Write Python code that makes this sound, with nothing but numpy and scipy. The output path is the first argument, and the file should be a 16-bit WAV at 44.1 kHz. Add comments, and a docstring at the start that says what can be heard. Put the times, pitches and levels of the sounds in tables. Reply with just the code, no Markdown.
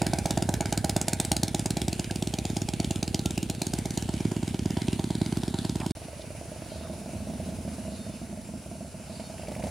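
"""V-twin chopper on a gravel lane

A V-twin chugs away at low revs between trees, its uneven pairs of firings timed by the engine speed.
Each firing is a bark, a thump and a crack of gas, shaped from noise and pipe resonances; the intake gulps.
Tyres crunch over an engine drone, with hedge calls, an insect trill and brushes on the microphone body.
After a short silence the bike is far off: soft booms and barks through the trees, an opening throttle
that makes them rasp, an outdoor hiss, and at last the ticking valve gear."""
import sys
import numpy as np
from scipy import signal
from scipy.fft import rfft, irfft, next_fast_len
from scipy.io import wavfile
from scipy.ndimage import uniform_filter1d, map_coordinates

SR = 44100
rng = np.random.default_rng(int(sys.argv[2]) if len(sys.argv) > 2 else 0)


def generate_wav(signal):
    """Clip the signal to [-1, 1] and save it as 16-bit WAV at the path in sys.argv[1]."""
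    frames = np.transpose(np.atleast_2d(signal))
    scaled = np.clip(frames, -1, 1) * 32767
    pcm = np.round(scaled).astype(np.int16)
    wavfile.write(sys.argv[1], SR, pcm)


N = 427769
TIME = np.arange(N) / SR
SIZE = 4096  # samples in one short sound
AGE = np.arange(SIZE) / SR  # seconds into a short sound
BREAK = (5.92, 5.951)  # silence between the near and the far scene (s)
TOP_HZ = 15900

# Tone of the slug of gas leaving the pipes. Each row: frequency in Hz, relative level in dB.
THUMP_TONE = [(20, -39), (42, -10.5), (62, -4.5), (100, 3.5), (135, -1.5), (190, 0), (270, -4.5),
              (350, -4.5), (440, -14.5), (700, -32), (2000, -63.5)]
# Tone of the bark straight behind the pipes. Each row: frequency in Hz, relative level in dB.
BARK_BEHIND_TONE = [(150, -33), (480, -9.5), (670, 3), (740, -2), (810, 2.5), (865, -4), (925, -7.5),
                    (1030, -20.5), (1190, -24.5), (1500, -22), (3500, -33), (7000, -97)]
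# Tone of the bark past the bend. Each row: frequency in Hz, relative level in dB.
BARK_ASIDE_TONE = [(150, -40.5), (510, -10), (650, 1), (730, -3.5), (790, 2.5), (860, -7.5), (945, -1),
                   (1030, -9.5), (1180, -27), (1500, -22), (3500, -25), (7000, -85)]
# Upper pipe resonances. Each row: frequency in Hz, relative level in dB.
BLARE_TONE = [(1000, -41), (1250, -8), (1520, -1), (1720, -4), (1920, -11), (2250, -1.5), (2600, -11),
              (3400, -21), (7000, -70)]
# Loudness of the blare. Each row: time in seconds, level in dB.
BLARE_LEVEL = [(0, -42.5), (.9, -41), (1.3, -43), (2, -50), (3.6, -49.5), (4.5, -49), (5.9, -48)]
# Tone of the crack straight behind the pipes. Each row: frequency in Hz, relative level in dB.
CRACK_BRIGHT_TONE = [(880, -48), (1500, -2), (1960, -10), (2300, -5), (3000, -7), (4780, 0.5), (5940, 1),
                     (6890, 5), (9280, 4.5), (11500, -7), (14500, -11.5), (16000, -20)]
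# Tone of the crack round the bend. Each row: frequency in Hz, relative level in dB.
CRACK_DULL_TONE = [(880, -38), (1500, -25), (1920, -2), (2270, 4), (2910, 9), (4780, 12.5), (5830, 8),
                   (6500, 10.5), (8300, 7.5), (11500, -5.5), (16000, -12.5)]
# Pipe ring after every firing. Each row: frequency in Hz, level over the blow in dB, t60 in seconds.
PIPE_MODES = [(61.4, -25, 0.11), (128, -18, 0.086), (205, -15, 0.1), (336, -12.5, 0.13), (498, -21, 0.11),
              (650, -12.5, 0.059), (793, -13.5, 0.18), (942, -15.5, 0.11)]
# Inlet ring as the throttle opens. Each row: time in seconds, level over the gulp in dB.
INLET_RING_LEVEL = [(0, -12), (3.5, -13), (4.6, -0.5), (5.9, -5.5), (6, -12)]

# Engine speed chugging away. Each row: time in seconds, speed in rpm.
NEAR_SPEED = [(0.02, 1064.4), (0.19, 959.3), (0.35, 1042.6), (0.82, 1003.3), (1.33, 1030.0), (1.7, 1085.6),
              (2.04, 1046.1), (2.5, 1054.2), (2.63, 980.2), (2.84, 1142.6), (2.95, 980.6), (3.22, 1078.3),
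              (3.33, 978.3), (3.66, 1019.5), (3.8, 994.3), (4.27, 1073.6), (4.5, 1049.8), (5.92, 1134.5)]
# Engine speed revving far off. Each row: time in seconds, speed in rpm.
FAR_SPEED = [(5.97, 1041.3), (6.6, 1165.9), (7.0, 1488.8), (7.18, 1740.6), (7.46, 1959.2), (8.14, 1583.1),
             (8.57, 1421.1), (8.7, 1294.6), (9.3, 1170.8), (9.7, 1740.6)]
# Firings that miss or burn hard. Each row: time in seconds, change of thump or boom in dB,
# change of crack or far bark in dB; the near bark takes the mean of both changes.
ODD_FIRINGS = [(.137, -3, 2), (.258, 0.5, 2), (.308, 1, 3.5), (.658, -2.5, -5), (1.085, -2, -0.5),
               (1.247, -6, -2), (1.317, -1, 3), (1.48, -4, -4.5), (1.883, 0.5, 3), (2.04, -8, -5.5),
               (2.34, -2.5, 2), (2.389, 1.5, 3.5), (2.502, 2.5, -5), (2.8, 2.5, 2.5), (2.909, 1, 1.5),
               (3.03, -1.5, 3), (3.146, 1.5, 1), (3.194, -1, 1), (3.31, -3, -1.5), (3.546, -11, -10),
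               (3.62, 0, 2.5), (3.671, 0.5, 3), (3.977, 0, 5), (4.252, 2.5, 3.5), (5.436, -3, 3),
               (5.758, -2, -2.5), (5.803, 0.5, -3), (6.985, -3, -3), (7.14, 2, -2), (7.207, 1, 1),
               (7.41, -1, 3), (7.725, -4, -1), (8.142, 0.5, -6), (8.295, -1.5, -4), (8.457, -2, -17),
               (8.49, 7.5, 5), (8.54, 3, -1), (8.575, 0, -14), (8.624, -10, -18), (8.662, 3, 2),
               (8.905, -21, -24), (8.945, 4, 1), (9.04, -7, -13), (9.2, 3.5, 5), (9.435, 4, 2),
               (9.52, 3, 3), (9.598, 5, 2.5), (9.64, 1, 1)]
# The pipes as the bike recedes and swings with the bends. Each row: time in seconds, thump in dB,
# bark in dB before a trim, crack in dB, second pipe's crack over the first in dB, turned away from 0 to 1.
LEAVING = [(0, -22.5, -27, -33.5, 0.5, 0.22), (.85, -25.5, -28.5, -30, -1.5, 0.28),
           (1.11, -24.5, -29, -26, -1, 0.09), (1.65, -24, -34, -30, -2, 0.28),
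           (2.15, -25.5, -37.5, -35.5, 0, 0.77), (2.6, -26, -36.5, -34, -4, 0.65),
           (3.06, -24, -37.5, -31.5, -4, 0.8), (3.75, -26.5, -37.5, -33, -2, 0),
           (4.25, -25, -40, -44, -1, 0.9), (4.7, -22.5, -38.5, -40.5, 1.5, 1),
           (5.9, -24, -37.5, -38.5, -1.5, 0.55)]
# The far engine swelling with two twists of the throttle. Each row: time in seconds, boom in dB,
# bark in dB, drone in dB; boom and drone are levels before a trim.
RETURNING = [(5.97, -49, -45.5, -43), (6.4, -45.5, -44, -43.5), (6.85, -39.5, -43, -42),
             (7.1, -36.5, -46.5, -40.5), (7.42, -34, -47, -37), (7.9, -36, -46.5, -43.5),
             (8.5, -41.5, -49, -43), (8.8, -39.5, -45.5, -46), (9.3, -43, -47.5, -44.5),
             (9.7, -34.5, -37.5, -39)]

# Tree echoes, as long waves pass through the trees. Each row: frequency in Hz, echo level in dB.
ECHO_BAND = [(150, -12), (400, -7), (900, 0)]
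# Decay of the tree echoes. Each row: frequency in Hz, t60 in seconds.
TREE_DECAY = [(100, 0.095), (700, 0.42), (3000, 0.11), (10000, 0.084)]
# Near bed. Each row: time in seconds, gravel level in dB, engine drone in dB before a trim.
ROLL_LEVEL = [(0, -46.5, -31), (1.5, -47, -35.5), (3.5, -48, -35.5), (3.85, -45, -35), (4.3, -46, -38),
              (5.9, -47, -39)]
# Tone of tyres on gravel. Each row: frequency in Hz, relative level in dB.
GRAVEL_TONE = [(260, -16), (430, -8), (520, -16), (635, -5.5), (794, -7.5), (1190, -15), (1530, -13),
               (3760, -11), (5620, -15.5), (9480, -9.5), (10700, -11.5), (11500, -25.5), (14600, -22.5),
               (16000, -53)]
# Tone of the near drone. Each row: frequency in Hz, relative level in dB.
NEAR_DRONE_TONE = [(20, -45), (40, -50), (62, 4.5), (100, 3.5), (200, -19), (350, -10.5), (480, -14.5),
                   (700, -25), (1200, -48)]
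# Stereo width of the noise. Each row: frequency in Hz, left-right likeness (1 is mono).
ALIKE = [(100, 0.93), (500, 0.85), (1500, 0.74), (5000, 0.75), (9000, 0.023), (14000, 0.046)]
# Band the ground reflection favours as the bike moves. Each row: time in seconds, centre in Hz, lift in dB.
GROUND_LIFT = [(0, 1900, 2.5), (1.2, 1600, 1.5), (2.0, 2400, 3), (2.6, 2600, 5), (3.1, 2900, 4),
               (3.5, 3300, 3), (3.9, 2200, 2), (4.4, 2900, 1.5), (4.9, 3700, 2.5), (5.7, 4100, 2)]

# Faint bird and insect notes. Each row: start in seconds, length in seconds, frequency in Hz,
# glide in Hz, relative level in dB.
NOTES = [(2.0985, 0.011, 1670, -120, -43), (2.95, 0.064, 1330, 2, -60), (3.223, 0.12, 1370, 0, -55),
         (6.69, 0.14, 3080, 300, -62), (6.77, 0.18, 3660, 0, -62), (7.96, 0.21, 3660, 15, -62.5),
         (7.97, 0.22, 4380, 0, -66), (8.08, 0.17, 3510, -20, -64), (9.13, 0.07, 4800, -400, -65),
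         (9.17, 0.16, 3660, 50, -63), (9.2, 0.15, 4400, -20, -64)]
# Husky part of the hedge calls. Each row: start in seconds, length in seconds, level in dB.
HUSKY_CALLS = [(6.62, 0.27, -56), (7.89, 0.13, -55), (8.08, 0.23, -63), (9.048, 0.24, -56.5)]
# Fingers brushing the microphone body. Each row: start in seconds, length in seconds, centre in Hz, level in dB.
BRUSHES = [(5.805, 0.045, 810, -40.5), (5.806, 0.014, 2300, -43.5), (6.208, 0.018, 3880, -49.5),
           (6.834, 0.042, 1260, -53)]

# Loudness of the far hiss. Each row: time in seconds, level in dB before a trim.
HISS_LEVEL = [(6, -47), (7.9, -46.5), (8.3, -49), (8.95, -49), (9.2, -47.5), (9.7, -46)]
# Tone of the far hiss. Each row: frequency in Hz, relative level in dB.
HISS_TONE = [(530, -1.5), (900, -1), (1170, -8), (1500, -4.5), (1800, -10), (2300, -5.5), (2850, -5.5),
             (3300, -12.5), (3800, -10), (5500, -7.5), (7490, -9), (8350, -9), (9400, -3), (10400, -2.5),
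             (11300, -21), (14400, -19.5), (16000, -45)]
# Tone of the far drone. Each row: frequency in Hz, relative level in dB.
FAR_DRONE_TONE = [(20, -45), (40, -16), (64, -0.5), (100, 1.5), (200, -17), (350, -13.5), (480, -15.5),
                  (700, -18), (1200, -42.5)]
# Tone of the far boom. Each row: frequency in Hz, relative level in dB.
FAR_BOOM_TONE = [(20, -53), (40, -37), (58, -3), (78, 4), (130, -9), (190, -4.5), (270, -6.5), (340, -3.5),
                 (430, -23.5), (700, -47), (4000, -100)]
# Tone of the far bark. Each row: frequency in Hz, relative level in dB.
FAR_BARK_TONE = [(250, -25), (470, -10), (590, -3.5), (655, 5), (760, -16), (950, -21.5), (1400, -31),
                 (4000, -45)]
# The far bike's path. Each row: time in seconds, scale of echo and resonance, rasp over the bark in dB.
FAR_PATH = [(6.0, 0.14, -29), (6.7, 0.23, -17), (6.85, 0.76, -23), (7.3, 1, -13), (8.6, 1, -37),
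            (9.2, 1, -13.5), (9.7, 0.66, -11)]
# Pipe note hanging on at high revs. Each row: time in seconds, level over the untrimmed boom in dB.
FAR_HUM_LEVEL = [(6, -12), (6.9, -14), (7.2, -2), (7.5, -9.5), (8.2, -7), (8.8, -16), (9.7, -9)]
# Note of the far bark, climbing as the throttle opens. Each row: time in seconds, frequency in Hz.
FAR_RING_PITCH = [(6, 650), (7.2, 630), (9.0, 639), (9.3, 696), (9.7, 715)]
# Valve gear, heard once the engine faces the listener. Each row: start in seconds, level in dB.
TICKS = [(9.381, -50), (9.422, -54), (9.472, -50.5), (9.510, -54), (9.552, -47), (9.584, -57), (9.626, -50),
         (9.657, -55)]
# Difference between the microphone ports. Each row: frequency in Hz, left minus right in dB.
PORTS = [(40, 0.5), (130, -2.4), (250, -2), (600, -3), (1200, -1.5), (5000, -0.4), (9000, 0)]

NEAR_SPAN, FAR_SPAN = (.0174, 5.92), (5.972, 9.69)  # first firing and end of each scene (s)
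PAIR_GAP = .42  # the second cylinder fires this share of a cycle after the first
SECOND_THUMP_DB, SECOND_BARK_DB = -1.5, -6.5  # the second cylinder is the weaker one
FAR_SECOND_BOOM_DB, FAR_SECOND_BARK_DB = -5.5, -3
LIGHT_LOAD = (7.18, 8.45)  # revving freely, the second cylinder burns hard only every third cycle and weakly otherwise (s)
CATCH_DB, WEAK_DB = 5.5, -9
SCATTER_DB, FAR_SCATTER_DB = 1.32, 1.44  # no two firings burn alike
MODE_SPLIT = (380, 480)  # the thump drives the modes below, the bark those above (Hz)
MODE_SCATTER = .018  # the gas is never equally hot, so the ring varies in pitch
BEND = (3.6, 4.3)  # the bike passes behind the hedge (s)
BARK_ROUGH = .5  # turbulent part of each bark, against the clean ring
SLUG_SCATTER, BOOM_SCATTER, PUFF_SCATTER = .02, .02, .029  # spread of slug length, boom and bark pitch
JET_T60 = .09  # s
FULL_GULP_GAP_S = .06  # a shorter gap between the pairs leaves less time to gulp
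TAIL_HOP = SR // 4  # the bike moves, so the echoes are new four times a second
BOOM_ECHO, BARK_ECHO = .45, .55  # scattered share of the far sounds, scaled along the path
BOOM_ATTACK_S, BOOM_HOLD_S, SECOND_HOLD_S, BOOM_T60 = .0033, .023, .012, .05  # pipe note in each far chug


def amp(db):
    """Decibels to gain."""
    return 10 ** (np.asarray(db) / 20)


def unit(x):
    """Scale to rms 1."""
    return x / np.sqrt(np.mean(x ** 2) + 1e-20)


def burst(x, length):
    """Scale to the energy of rms 1 held for length seconds."""
    return x * np.sqrt(length * SR / (np.sum(x ** 2) + 1e-20))


def along(points, hz):
    """Read (Hz, value) points on a log frequency axis."""
    f, v = np.transpose(points)
    return np.interp(np.log(hz + 1), np.log(f + 1), v)


def at(rows, times):
    """Each column of a curve at the given times."""
    s, *columns = np.transpose(rows)
    return [np.interp(times, s, column) for column in columns]


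def curves(rows):
    """One value per sample for each column after the time."""
    return at(rows, TIME)


def wobble(rate):
    """A smooth random curve with rate knots a second."""
    knots = rng.standard_normal(int(N * rate / SR) + 4)
    return map_coordinates(knots, [TIME * rate])


def filtered(x, response):
    """Shape x with a gain that depends on frequency."""
    m = next_fast_len(N + SR // 2)
    return irfft(rfft(x, m) * response(np.fft.rfftfreq(m, 1 / SR)), m)[..., :N]


def ring(spectrum):
    """The minimum-phase impulse response of a tone: all its energy comes as early as it can."""
    level = along(spectrum, np.fft.rfftfreq(SIZE, 1 / SR))
    cepstrum = irfft(np.log(amp(level)))
    cepstrum[1:SIZE // 2] *= 2
    cepstrum[SIZE // 2 + 1:] = 0
    return irfft(np.exp(rfft(cepstrum)))


def through(x, response):
    """A short sound through an impulse response."""
    return signal.fftconvolve(x, response)[:SIZE]


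def scatter(t60):
    """A fresh cloud of dying echoes with energy 1."""
    cloud = rng.standard_normal(SIZE) * amp(-60 * AGE / t60)
    return cloud / np.linalg.norm(cloud)


def note(hz, t60, attack):
    """One dying resonance with energy 1."""
    envelope = amp(-60 * AGE / t60) * (1 - np.exp(-AGE / attack))
    return burst(np.sin(2 * np.pi * hz * AGE) * envelope, 1 / SR)


def add(track, s, sound):
    """Mix a sound into the track at s seconds."""
    start = int(np.clip(round(s * SR), 0, N))
    track[start:start + len(sound)] += sound[:N - start]


def rush(spectrum):
    """Stereo noise of rms 1, nearly mono in the bass."""
    def mid_side_gain(hz):
        turn = np.arccos(np.clip(along(ALIKE, hz), -1, 1)) / 2
        return amp(along(spectrum, hz)) * [np.cos(turn), np.sin(turn)]
    mid, side = filtered(rng.standard_normal((2, N)), mid_side_gain)
    return unit(np.array([mid + side, mid - side]))


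def firings(speed, span):
    """Time, cycle, cylinder (0 or 1), low and high dB change per firing: an uneven pair per two crank turns."""
    cycles = np.cumsum(curves(speed)[0]) / (120 * SR)  # rpm to two-turn cycles
    cycles = cycles - np.interp(span[0], TIME, cycles)
    cycle, second = np.divmod(np.arange(2 * int(cycles[-1] + 1)), 2)
    s = np.interp(cycle + PAIR_GAP * second, cycles, TIME)
    extra = np.zeros((2, len(s)))
    for when, low_db, high_db in ODD_FIRINGS:
        if span[0] < when < span[1]:
            extra[:, np.argmin(abs(s - when))] += low_db, high_db
    return [column[s < span[1]] for column in (s, cycle, second, *extra)]


def near_beats():
    """Rows (s, thump dB, bark dB, crack dB, turned away) of the receding bike's firings."""
    s, _, second, low, high = firings(NEAR_SPEED, NEAR_SPAN)
    thump, bark, crack, second_crack, turned = at(LEAVING, s)
    thump = thump + low + second * SECOND_THUMP_DB
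    bark = bark + (low + high) / 2 + second * SECOND_BARK_DB
    crack = crack + high + second * second_crack
    levels = np.array([thump, bark, crack]) + SCATTER_DB * rng.standard_normal((len(s), 3)).T
    return np.transpose([s, *levels, np.clip(turned, 0, 1)])


def pipe_ring(thump_db, bark_db):
    """The same standing waves ring on in the pipes after every firing."""
    hz, db, t60 = np.transpose(PIPE_MODES)[:, :, None]
    drive = np.interp(hz, MODE_SPLIT, [thump_db, bark_db]) + 2 * rng.standard_normal(hz.shape)
    hz = hz * np.exp(MODE_SCATTER * rng.standard_normal(hz.shape))
    modes = np.sum(amp(drive + db - 60 * AGE / t60) * np.sin(2 * np.pi * hz * AGE), axis=0)
    fade_in = 1 - np.exp(-AGE / .0016)
    fade_out = np.minimum(1, (AGE[-1] - AGE) * 50)
    return modes * fade_in * fade_out


def exhaust(beats):
    """The opening valve barks and blares; a slug of gas thumps out, tears into a cracking jet, rings the pipes."""
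    out = np.zeros(N)
    thump, behind, aside = ring(THUMP_TONE), ring(BARK_BEHIND_TONE), ring(BARK_ASIDE_TONE)
    blare, bright, dull = ring(BLARE_TONE), ring(CRACK_BRIGHT_TONE), ring(CRACK_DULL_TONE)
    # the open end sends the slug back inverted, 2 ms later
    slug = thump - .63 * np.interp(AGE - .002, AGE, thump, left=0)
    valve = np.exp(-((AGE - .0015) / .00044) ** 2 / 2)  # the first sharp pressure wave
    jet_delay_s, jet_rise_s, jet_tail_db = .00064, .0011, -19
    jet_age = np.maximum(AGE - jet_delay_s, 0) / jet_rise_s
    jet_tail = amp(jet_tail_db - 60 * AGE / JET_T60) * (AGE > jet_delay_s)
    jet = jet_age * np.exp(1 - jet_age) + jet_tail  # tears open, then fades
    for s, thump_db, bark_db, crack_db, turned in beats:
        stretch = np.exp(rng.normal(0, SLUG_SCATTER))  # no two slugs are equally long
        add(out, s + .0026, amp(thump_db) * burst(np.interp(AGE * stretch, AGE, slug), .012))
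        add(out, s - .0017, -amp((thump_db + bark_db) / 2 + 7) * valve)

        hidden = np.interp(s, BEND, [0, 1])
        pipe = burst((1 - hidden) * behind + hidden * aside, 1 / SR)
        rough = burst(through(scatter(t60=.096), pipe), 1 / SR)
        add(out, s - .0006, amp(bark_db - 1.4) * burst(BARK_ROUGH * rough - pipe, .011))
        add(out, s + .00473, pipe_ring(thump_db, bark_db))

        blast = scatter(t60=.013) + .79 * scatter(t60=.18)
        add(out, s, amp(at(BLARE_LEVEL, s)[0]) * burst(through(blast, blare), .0086))

        # the jet is a string of tiny shocks
        spiky = rng.standard_normal(SIZE) * amp(1.23 * rng.standard_normal(SIZE))
        crack = through(jet * spiky, (1 - turned) * bright + turned * dull)
        crack = amp(crack_db) * burst(crack, .009)
        add(out, s, crack)
        slap_s = .0105 * np.exp(rng.normal(0, .1))
        add(out, s + slap_s, amp(-19) * crack)  # the hedge slaps it back
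    return out


def intake(beats, gulp_db, lag, overlap_db, gulp_hz, cycles, quicken):
    """In the long gap after each uneven pair, the intake gulps and rings briefly; lag is a share of the gap."""
    out, times = np.zeros(N), np.array(beats)[:, 0]
    middle = AGE - .02  # seconds from the heart of the gulp
    for before, s, after in zip(times, times[1:], times[2:]):
        if after - s > 1.15 * (s - before):
            gap = min(after - s, .07)
            fill = min(gap / FULL_GULP_GAP_S, 1) ** 2
            turns = middle * gulp_hz * np.exp(rng.normal(0, .072))
            # a short swing of air in the inlet tract, quickening as the valve shuts
            swing = np.cos(2 * np.pi * (turns + quicken * turns ** 2))
            gulp = -burst(swing * np.exp(-(turns / cycles) ** 2 / 2), .012) * fill
            add(out, s + lag * gap + middle[0], amp(gulp_db + rng.normal(0, 1)) * gulp)
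            inlet = burst(note(hz=234, t60=.045, attack=.0012), .0068) * fill
            add(out, s + lag * gap + .0012, amp(gulp_db + at(INLET_RING_LEVEL, s)[0]) * inlet)
            # a smaller puff while the valves overlap
            add(out, s + .38 * gap + middle[0], amp(gulp_db + overlap_db) * gulp)
    return out


def trees(x):
    """The tree line returns a thin, ever-changing tail, different at each microphone port."""
    out = np.zeros((2, N))
    late = np.pad(filtered(x, lambda hz: amp(along(ECHO_BAND, hz))), (300, 0))  # 300 samples later
    for start in range(0, N, TAIL_HOP):
        hz, t, z = signal.stft(rng.standard_normal((2, SR // 2)), SR, nperseg=256)
        decay = amp(-60 * t / along(TREE_DECAY, hz)[:, None])
        tail = signal.istft(z * decay, SR, nperseg=256)[1]
        tail = tail + 2.1 * tail.mean(axis=0)  # the ports are close together, so they share much
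        tail = tail / np.linalg.norm(tail) * np.sqrt(2)
        echo = signal.fftconvolve(late[None, start:start + TAIL_HOP], tail, axes=1)
        for port, sound in zip(out, echo):
            add(port, start / SR, sound)
    return out


def near_bed():
    """Tyres crunch on the gravel, as unsteady noise, over the engine's diffuse drone."""
    gravel_db, drone_db = curves(ROLL_LEVEL)
    grit = amp(1.6 * wobble(300) + .86 * wobble(17))
    crunch = unit(grit * rush(GRAVEL_TONE))
    return amp(gravel_db) * crunch + amp(drone_db - 5) * rush(NEAR_DRONE_TONE)


def foliage(x, patchy_db, far_patchy_db):
    """Ground and leaves lift some treble bands and shade others, slowly shifting."""
    hz, t, z = signal.stft(x, SR, nperseg=256)
    s, centre, lift_db = np.transpose(GROUND_LIFT)
    near = t < BREAK[0]
    octaves = np.log2((hz[:, None] + 1) / np.interp(t, s, centre))
    ground = np.interp(t, s, lift_db) * np.exp(-(octaves / .22) ** 2 / 2) * near
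    patches = uniform_filter1d(rng.standard_normal(z.shape[1:]), size=3, axis=0)
    patches = unit(uniform_filter1d(patches, size=50, axis=1))
    treble = np.interp(hz, [800, 2000, 10000], [0, 1, .5])[:, None]
    shade = np.where(near, patchy_db, far_patchy_db) * patches * treble
    return signal.istft(z * amp(ground + shade), SR, nperseg=256)[1][:, :N]


def wildlife():
    """Short gliding tones and husky noise call from the hedge; an insect starts a thin, fluttering trill."""
    out = np.zeros(N)
    for s, length, hz, glide_hz, db in NOTES:
        count = int(length * SR)
        part = np.linspace(0, 1, count)
        pitch = (hz + glide_hz * part) * (1 + .0029 * wobble(69)[:count])
        tone = np.sin(2 * np.pi * np.cumsum(pitch) / SR)
        envelope = np.interp(part, [0, .2, 1], [0, 1, 0])
        add(out, s, 2 * amp(db + 3.2 * wobble(41)[:count]) * envelope * tone)
    husk = rush([(2800, -40), (3600, -4), (4450, 0), (5200, -7), (6500, -40)])
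    calls = np.zeros(N)
    for s, length, db in HUSKY_CALLS:
        calls += amp(db) * np.sin(np.pi * np.clip((TIME - s) / length, 0, 1))
    buzz = rush([(6900, -60), (7350, -14), (7500, 15), (7640, -12), (8100, -60)])
    trill = unit(amp(3 * wobble(25)) * buzz)
    return out + calls * husk + amp(-64) * np.interp(TIME, [7.2, 8.1], [0, 1]) * trill


def handling():
    """Brief scratchy brushes on the microphone body: spiky noise through a narrow resonance."""
    out = np.zeros(N)
    for s, length, hz, db in BRUSHES:
        grains = rng.standard_normal(SIZE) ** 3 * (AGE < length)
        body = ring([(hz / 2, -20), (hz, 0), (2 * hz, -20), (8 * hz, -50)])
        add(out, s, amp(db) * burst(through(grains, body), length))
    return out


def far_bed():
    """Soft outdoor hiss, slightly unsteady, and the far drone."""
    hiss_db, drone_db = curves(HISS_LEVEL)[0], curves(RETURNING)[-1]
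    hiss = amp(hiss_db - 1 + .77 * wobble(60)) * rush(HISS_TONE)
    return hiss + amp(drone_db - 3) * rush(FAR_DRONE_TONE)


def far_beats():
    """Rows (s, boom dB, bark dB, cylinder); under light load the second cylinder burns weakly two cycles in
    three and hard on the third."""
    s, cycle, second, low, high = firings(FAR_SPEED, FAR_SPAN)
    boom, bark, _ = at(RETURNING, s)
    light = (s > LIGHT_LOAD[0]) * (s < LIGHT_LOAD[1])
    load_db = second * light * np.where(cycle % 3 == 2, CATCH_DB, WEAK_DB)
    boom = boom + low + second * FAR_SECOND_BOOM_DB
    bark = bark + high + second * FAR_SECOND_BARK_DB
    levels = np.array([boom, bark]) + load_db + FAR_SCATTER_DB * rng.standard_normal((len(s), 2)).T
    return np.transpose([s, *levels, second])


def far_exhaust(beats):
    """From the front the beats arrive as round, rising booms and dull barks; they rasp as the throttle opens."""
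    out = np.zeros(N)
    boom, bark = burst(ring(FAR_BOOM_TONE), 1 / SR), burst(ring(FAR_BARK_TONE), 1 / SR)
    rasp = ring([(500, -25), (850, 9), (1200, -18), (1600, -14), (2600, -10), (4000, -11),
                 (10000, -13), (13000, -36)])
    # the low part of each boom arrives first: pitch climbs by 0.7 of itself in 36.6 ms
    glide = np.cumsum(1 + .7 * np.minimum(AGE / .0366, 1)) / SR

    def echoed(beat, share, t60):
        """A beat with its own scattered copy."""
        return beat + share * burst(through(scatter(t60), beat), 1 / SR)

    for s, boom_db, bark_db, second in beats:
        wet, rasp_db = at(FAR_PATH, s)
        hum = note(hz=195, t60=.09, attack=.008)
        add(out, s, amp(boom_db + at(FAR_HUM_LEVEL, s)[0]) * burst(hum, .02))

        hold = SECOND_HOLD_S if second else BOOM_HOLD_S
        swell = (1 - np.exp(-AGE / BOOM_ATTACK_S)) * amp(-60 * np.maximum(AGE - hold, 0) / BOOM_T60)
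        start_hz = 162 * np.exp(rng.normal(0, BOOM_SCATTER))
        pipe = burst(swell * np.sin(2 * np.pi * start_hz * glide), 1 / SR)
        chug = echoed(boom, BOOM_ECHO * wet, t60=.078) + 2.2 * wet * pipe
        add(out, s - .0035, amp(boom_db + 1) * burst(chug, .031))

        # each bark a little higher or lower
        puff = burst(np.interp(AGE * np.exp(rng.normal(0, PUFF_SCATTER)), AGE, bark), 1 / SR)
        bark_ring = note(hz=at(FAR_RING_PITCH, s)[0], t60=.1, attack=.002)
        puff = echoed(puff, BARK_ECHO * wet, t60=.2) + .39 * wet * bark_ring
        add(out, s - .002, amp(bark_db) * burst(puff, .032))
        add(out, s, amp(bark_db + rasp_db) * burst(through(scatter(t60=.06), rasp), .051))
    return out


def valve_ticks():
    """Dry, sharp clacks of the rocker arms, with a short rattle after each."""
    out = np.zeros(N)
    cover = ring([(700, -25), (1400, -6), (2300, 0), (2900, -6), (4500, -20), (12000, -32)])
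    for s, db in TICKS:
        clack = scatter(t60=.014) + amp(-9) * scatter(t60=.06)
        add(out, s, amp(db) * burst(through(clack, cover), .01))
    return out


def scene():
    """The bike leaving, then the bike far off."""
    close, distant = near_beats(), far_beats()
    leaving = exhaust(close)
    leaving = leaving + intake(close, gulp_db=-31.5, lag=.51, overlap_db=-11, gulp_hz=137,
                               cycles=.22, quicken=.29)
    far = far_exhaust(distant) + valve_ticks()
    far = far + intake(distant, gulp_db=-39.5, lag=.5, overlap_db=-16, gulp_hz=165,
                       cycles=.97, quicken=.22)
    first = leaving + amp(-13.5) * trees(leaving) + near_bed()
    second = far + amp(-10.5) * trees(far) + far_bed()
    outdoors = foliage(np.where(TIME < BREAK[1], first, second), patchy_db=2.13, far_patchy_db=1.46)
    return outdoors + wildlife() + handling()


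def record(dry):
    """Two slightly different ports, a deep bass cut, silence between the two scenes and a sharp top limit."""
    def port_gain(hz):
        balance = amp(np.outer([.5, -.5], along(PORTS, hz)))
        return balance * amp(along([(22, -25), (50, .5)], hz))
    ports = filtered(dry, port_gain)
    running = (TIME < BREAK[0]) | (TIME > BREAK[1])
    return filtered(ports * running, lambda hz: hz < TOP_HZ)


dry = scene()
out = record(dry)
generate_wav(out)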